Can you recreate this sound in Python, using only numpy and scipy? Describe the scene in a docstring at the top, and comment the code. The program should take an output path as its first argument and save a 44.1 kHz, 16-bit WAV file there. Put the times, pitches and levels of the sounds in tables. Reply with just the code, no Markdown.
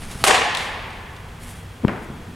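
"""Bat crack in an indoor batting cage

Clothes rustle and air puffs with the swing; a wooden bat cracks a ball in a burst of short modes.
The crack slaps off nearby walls and rings away in a large hard-walled hall; gear ticks, fabric swishes.
Later a ball drops through slack netting onto turf close on the left, rattles the frame and bounces.
Ventilation rumbles throughout."""
import sys
import numpy as np
from scipy import signal
from scipy.fft import rfft, irfft, next_fast_len
from scipy.io import wavfile
from scipy.ndimage import uniform_filter1d

SR = 44100
rng = np.random.default_rng(int(sys.argv[2]) if len(sys.argv) > 2 else 0)


def store_wav(level_fs):
    """Save 16-bit WAV to argv[1]."""
    pcm = np.round(np.clip(np.atleast_2d(level_fs), -1, 1) * 32767)
    wavfile.write(sys.argv[1], SR, pcm.T.astype(np.int16))


N = 103635

CRACK_S, HALL_RISE_S, DROP_PAN_DB = 0.2399, 0.037, 2.5


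def amp(db):
    """Decibels to gain."""
    return 10 ** (np.asarray(db) / 20)


def curve(points, hz):
    """Interpolate (f/Hz, value) points over log frequency."""
    f, values = np.array(points, float).T
    return np.interp(np.log(np.maximum(hz, 1)), np.log(f), values)


def since(start_s):
    """Seconds since start_s, zero before."""
    return np.maximum(np.arange(N) / SR - start_s, 0)


def decay(t, t60_s):
    """Exponential fall, 60 dB per t60_s."""
    return np.exp(-np.log(1000) * t / t60_s)


def fade(start_s, t60_s, rise_s=0.000067):
    """Envelope: quick rise, exponential decay."""
    out = np.zeros(N)
    span = slice(max(int(start_s * SR) + 1, 0), min(int((start_s + 1.5 * t60_s) * SR), N))
    t = np.arange(span.start, span.stop) / SR - start_s
    out[span] = (1 - np.exp(-t / rise_s)) * decay(t, t60_s)
    return out


def swell(at_s, sigma_s):
    """Gaussian envelope."""
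    return np.exp(-.5 * ((np.arange(N) / SR - at_s) / sigma_s) ** 2)


def pan(x, db):
    """Left louder than right by db."""
    return x * amp(np.array([[db], [-db]]) / 2)


def cut(x, hz, kind="low"):
    """Second-order low-pass or high-pass."""
    return signal.lfilter(*signal.butter(2, min(hz, .45 * SR), kind, fs=SR), x)


def add(out, x, start_s):
    """Mix x into out at start_s."""
    span = out[:, int(start_s * SR):][:, :x.shape[-1]]
    span += x[..., :span.shape[1]]


def ring(modes):
    """Sum of damped sine modes."""
    t = np.arange(SR // 2) / SR
    return sum(amp(db) * np.sin(2 * np.pi * hz * t) * decay(t, t60_s) for hz, db, t60_s in modes)


def noise(colour, resonances=()):
    """Coloured stereo noise, mid at unit RMS, as wide as the hall."""
    # side re mid: f/Hz, level/dB
    stereo_width = [(100, -43), (300, -16), (1000, -9), (2300, -8.5), (4000, -7.5), (7000, -21)]
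    size = next_fast_len(N, True)
    hz = np.arange(size // 2 + 1) * SR / size
    peaks = sum(amp(db) / (1 + (2 * (hz - f) / width_hz) ** 2) for f, width_hz, db in resonances)
    gain = amp(curve(colour, hz)) * (1 + peaks)
    mid, side = rfft(rng.standard_normal((2, size))) * gain / np.sqrt(np.mean(gain ** 2))
    side = side * amp(curve(stereo_width, hz))
    return irfft(np.array([mid + side, mid - side]), size)[:, :N]


def hall(x, start_s):
    """Shape noise into the hall's reverberation; treble dies first."""
    # reverberation time: f/Hz, T60/s
    hall_t60 = [(100, 1.6), (300, 2.62), (700, 2.08), (1500, 2.16), (2800, 1.72), (4500, 1.5), (7000, 1.01),
                (10000, 0.58), (16000, 0.29)]
    hz, t, frames = signal.stft(x, SR, nperseg=512)
    frames = frames * decay(np.maximum(t - start_s, 0), curve(hall_t60, hz)[:, None])
    return signal.istft(frames, SR)[1][:, :N] * (1 - np.exp(-since(start_s) / HALL_RISE_S))


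def ventilation(waver_db=3.5):
    """Steady rumble and hiss with wavering fan lines."""
    # air noise spectrum: f/Hz, level/dB
    colour = [(15, -33), (25, -0.5), (91, 0), (230, -11), (322, -16), (482, -13), (582, -19.5),
              (848, -16.5), (1600, -21), (2490, -24), (3600, -29), (5580, -34), (9810, -35.5),
              (15500, -44.5)]
    # narrow hiss: f/Hz, width/Hz, added peak/dB
    hiss = [(3310, 116, 2.5)]
    # fan lines: f/Hz, RMS level/dB
    fan_lines = [(96, -50.5), (169, -53), (238, -55)]
    t = since(0)
    out = amp(-38.5) * noise(colour, hiss)
    knots_s = np.linspace(0, t[-1], 20)
    for hz, db in fan_lines:
        waver, phase = (np.interp(t, knots_s, v) for v in rng.standard_normal((2, len(knots_s))))
        out += amp(db + waver_db * waver) * np.sqrt(2) * np.sin(2 * np.pi * hz * t + phase)
    return out


def flaps():
    """Low puffs from swing and swaying net; deep rumble under the swing."""
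    # puffs: t/s, sigma/s, level/dB
    puffs = [(0.047, 0.067, -40.5), (0.154, 0.008, -32.5), (0.233, 0.016, -29), (2.195, 0.032, -36),
             (2.305, 0.019, -35.5)]
    # puff spectrum: f/Hz, level/dB
    puff_colour = [(30, 1), (100, 4.5), (200, 4), (320, -7), (550, -19), (1500, -38), (16000, -80)]
    # rumble spectrum: f/Hz, level/dB
    rumble_colour = [(40, 0), (70, -2), (150, -35), (1000, -78)]
    envelope = sum(amp(db) * swell(at_s, sigma_s) for at_s, sigma_s, db in puffs)
    return noise(puff_colour) * envelope + amp(-37.5) * noise(rumble_colour) * swell(0.043, 0.087)


def cloth(swells, colour, grain_db=2):
    """Rubbing fabric: grainy swells of mono noise."""
    grain = uniform_filter1d(rng.standard_normal(N), size=144) * np.sqrt(144)
    envelope = sum(amp(db) * swell(at_s, sigma_s) for at_s, sigma_s, db in swells)
    return noise(colour).mean(axis=0) * amp(grain_db * grain) * envelope


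def rustles():
    """Clothes rub during the swing."""
    # rustles: t/s, sigma/s, level/dB
    swells = [(.035, 0.027, -40), (.114, 0.02, -41.5), (.155, 0.047, -42), (.217, 0.021, -38.5)]
    # rustle spectrum: f/Hz, level/dB
    colour = [(150, -2), (500, 1), (1500, 2), (3000, -1.5), (5000, -5.5), (7000, -7.5), (10500, -3.5),
              (13000, -18), (16000, -25)]
    return cloth(swells, colour)


def crack(slap_rise_s=0.00077):
    """Bat on ball: short modes, contact noise and scattered slaps off nearby surfaces."""
    # bat and ball modes: f/Hz, relative level/dB, T60/s
    modes = [(890, -15, 0.035), (1226, -1.5, 0.022), (1870, -9.5, 0.0096), (2700, -3, 0.011),
             (3960, 0, 0.0096), (4300, -6.5, 0.015)]
    # contact noise spectrum: f/Hz, level/dB
    colour = [(100, -23), (280, -11), (500, 0), (1200, 0), (2500, -1), (4000, -7), (5600, -10),
              (9500, -6.5), (13000, -18), (16000, -29)]
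    # slaps off floor, frames, walls: delay/s, level/dB, L-R/dB, T60/s, low-pass/Hz
    slaps = [(.006, -11.5, 0, 0.08, 14300), (.0245, -14, -3, 0.061, 11700), (.033, -9.5, 1, 0.04, 17000),
             (.041, -8.5, 0, 0.032, 15900), (.0535, 0, 3, 0.04, 1090), (.069, -7, 16, 0.023, 3930),
             (.103, -12.5, 1, 0.13, 6070), (.139, -14, 9, 0.046, 3250), (.175, -12.5, -1, 0.085, 2820)]
    contact = noise(colour)
    out = amp(-8.5) * contact * fade(CRACK_S, t60_s=0.03)
    add(out, amp(-6.5) * cut(ring(modes), 457, "high"), CRACK_S)
    t = np.arange(SR // 10) / SR
    for k, (delay_s, db, pan_db, t60_s, edge_hz) in enumerate(slaps):
        scatter = contact[:, -(k + 1) * len(t):][:, :len(t)]  # fresh noise per slap
        scatter = scatter * decay(t, t60_s) * (1 - np.exp(-t / slap_rise_s))
        scatter = cut(cut(scatter, edge_hz), 251, "high")
        add(out, amp(db) * pan(scatter, pan_db), CRACK_S + delay_s)
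    return out


def crack_reverb():
    """The crack rings briefly in the cage corner and long in the hall."""
    # cage ring spectrum: f/Hz, level/dB
    cage_colour = [(250, -15), (420, -0.5), (600, -3), (800, -1), (1200, -7.5), (1450, -10.5), (2500, -9.5),
                   (5000, -15), (9000, -15), (12000, -35), (16000, -49)]
    # hall ring spectrum: f/Hz, level/dB
    hall_colour = [(270, -10.5), (420, -7), (800, 0.5), (1400, -4.5), (2000, 1.5), (3000, -1.5), (4300, -8),
                   (5500, -11.5), (9000, -13.5), (12000, -17), (16000, -42)]
    # lingering bat tones: f/Hz, width/Hz, added peak/dB
    bat_tones = [(476, 36, -3), (723, 51, -1), (870, 28, 1.5), (1070, 136, 1), (1723, 120, -1.5)]
    near = amp(-10) * noise(cage_colour, bat_tones) * fade(CRACK_S + 0.024, t60_s=0.48, rise_s=0.011)
    weaker_tones = [(hz, width_hz, db - 2) for hz, width_hz, db in bat_tones]
    far = amp(-15.5) * hall(noise(hall_colour, weaker_tones), CRACK_S + 0.017)
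    return pan(near, 1) + far


def hollow_tones():
    """Hollow tones swell, slide and fade in the crack's echo."""
    # tones: t/s, sigma/s, f/Hz, slide/(Hz/s), level/dB
    tones = [(.297, 0.03, 660, 1.5, -22), (.33, 0.038, 762, -330, -19), (0.333, 0.029, 458.8, 1497, -23),
             (0.469, 0.028, 836, 600, -25), (0.457, 0.011, 1092, -1500, -25.5),
             (.465, 0.0054, 710, 1.5, -20.5)]
    t, out = since(0), np.zeros(N)
    for at_s, sigma_s, hz, slide_hz_per_s, db in tones:
        cycles = np.cumsum(hz + slide_hz_per_s * (t - at_s)) / SR
        out += amp(db) * swell(at_s, sigma_s) * np.sin(2 * np.pi * (cycles + rng.uniform()))
    return out


def ticks():
    """Small hard taps of gear and cage frame, each with a short bright echo."""
    # taps: t/s, level/dB, echo re tap/dB, L-R/dB
    taps = [(0.549, -25.5, -10.5, 21), (0.5708, -24, -8.5, 18), (.905, -40, -29, 7), (0.93, -43, -31, 10),
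            (1.165, -39.5, -33, 4)]
    # tap spectrum: f/Hz, level/dB
    colour = [(300, -26), (1500, -1.5), (3500, 6.5), (5500, -4.5), (7000, -5), (10000, -7.5),
              (13000, -20.5), (16000, -31)]
    envelope = np.zeros((2, N))
    for at_s, db, echo_db, pan_db in taps:
        direct = pan(fade(at_s, t60_s=0.023), pan_db)
        echo = amp(echo_db) * fade(at_s, t60_s=0.6, rise_s=0.014)
        envelope += amp(db) * (direct + echo)
    return noise(colour) * envelope


def swishes():
    """Fabric rubs softly after the swing."""
    # swishes: t/s, sigma/s, level/dB
    swells = [(1.44, 0.025, -46.5), (1.498, 0.019, -46.5), (1.555, 0.058, -49), (2.035, 0.013, -54)]
    # swish spectrum: f/Hz, level/dB
    colour = [(500, -7), (2000, 5.5), (4500, -1), (6000, -2), (9800, 3.5), (12500, -4.5), (16000, -20)]
    return cloth(swells, colour)


def thud_lead_in():
    """A brief low swell of noise leads into the thud."""
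    # swell spectrum: f/Hz, level/dB
    colour = [(50, -32), (150, 3), (330, 0.5), (600, -13), (1200, -32), (7000, -85)]
    return amp(-17.5) * pan(noise(colour) * swell(1.846, 0.0072), DROP_PAN_DB)


def thuds(boom_delay_s=0.03455, mono_below_hz=170):
    """Dull close landing and softer bounce, each with echoes and a low boom."""
    # landing, bounce: t/s, level/dB, L-R/dB, low-pass/Hz
    impacts = [(1.8475, -2.5, 9.5, 3200), (2.099, -19.5, -1, 330)]
    # ball on padded turf: f/Hz, relative level/dB, T60/s
    turf_modes = [(148, -14, 0.046), (227, 2, 0.023), (325, -11, 0.028), (920, -11, 0.0096),
                  (1400, -21, 0.0035)]
    # reflections: delay/s, level re impact/dB, L-R/dB
    echoes = [(0.0248, -13.5, 2), (0.044, -15.5, 7), (.051, -18, -4), (0.069, -22, 2)]
    # cage boom: f/Hz, relative level/dB, T60/s
    boom_modes = [(114.6, -25, 0.33), (213, -22.5, 0.21), (274, -30.5, 0.45)]
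    out = np.zeros((2, N))
    for at_s, db, pan_db, edge_hz in impacts:
        blow = cut(ring(turf_modes), 69.5, "high")
        blow = cut(cut(blow, edge_hz), edge_hz)
        for delay_s, path_db, path_pan_db in [(0.0017, 0, pan_db)] + echoes:
            add(out, amp(db + path_db) * pan(blow, path_pan_db), at_s + delay_s)
        add(out, amp(db) * ring(boom_modes), at_s + boom_delay_s)
    mid = out.mean(axis=0)
    side = signal.filtfilt(*signal.butter(1, mono_below_hz, "high", fs=SR), out[0] - mid)
    return np.array([mid + side, mid - side])


def frame_clatter():
    """The net pulls on the frame: dry knocks that ring on in cage and hall."""
    # knocks: t/s, level/dB
    knocks = [(1.8815, -13), (1.885, -19.5), (1.8934, -19), (1.913, -24), (1.934, -24)]
    # knock and echo spectrum: f/Hz, level/dB
    colour = [(60, -11), (130, 5), (300, 4), (500, -2), (1000, -4.5), (1800, -6), (2600, -15), (4300, -33),
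              (5200, -33), (6200, -47), (16000, -56)]
    start_s = knocks[0][0]
    envelope = sum(amp(db) * fade(at_s, t60_s=0.02) for at_s, db in knocks)
    direct = cut(noise(colour), 500, "high") * envelope
    near = amp(-26) * noise(colour) * fade(start_s, t60_s=0.88)
    far = amp(-39) * hall(noise(colour), start_s)
    return pan(direct + near, DROP_PAN_DB) + far


def scene():
    """Stereo sum: background air, the hit, then the dropping ball."""
    air = ventilation() + flaps()
    hit = rustles() + crack() + crack_reverb() + hollow_tones() + ticks() + swishes()
    drop = thud_lead_in() + thuds() + frame_clatter()
    return air + hit + drop


def record(dry, ceiling=1.65, mono_above_hz=5000, top_hz=15850):
    """Round the loudest peaks, fold the treble to mono, cut the top."""
    rounded = dry / (1 + (dry / ceiling) ** 4) ** 0.25
    mid = rounded.mean(axis=0)
    side = signal.filtfilt(*signal.butter(2, mono_above_hz, fs=SR), rounded[0] - mid)
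    low_pass = signal.ellip(10, .2, 80, top_hz, fs=SR, output="sos")
    return signal.sosfilt(low_pass, np.array([mid + side, mid - side]))


dry = scene()
out = record(dry)
store_wav(out)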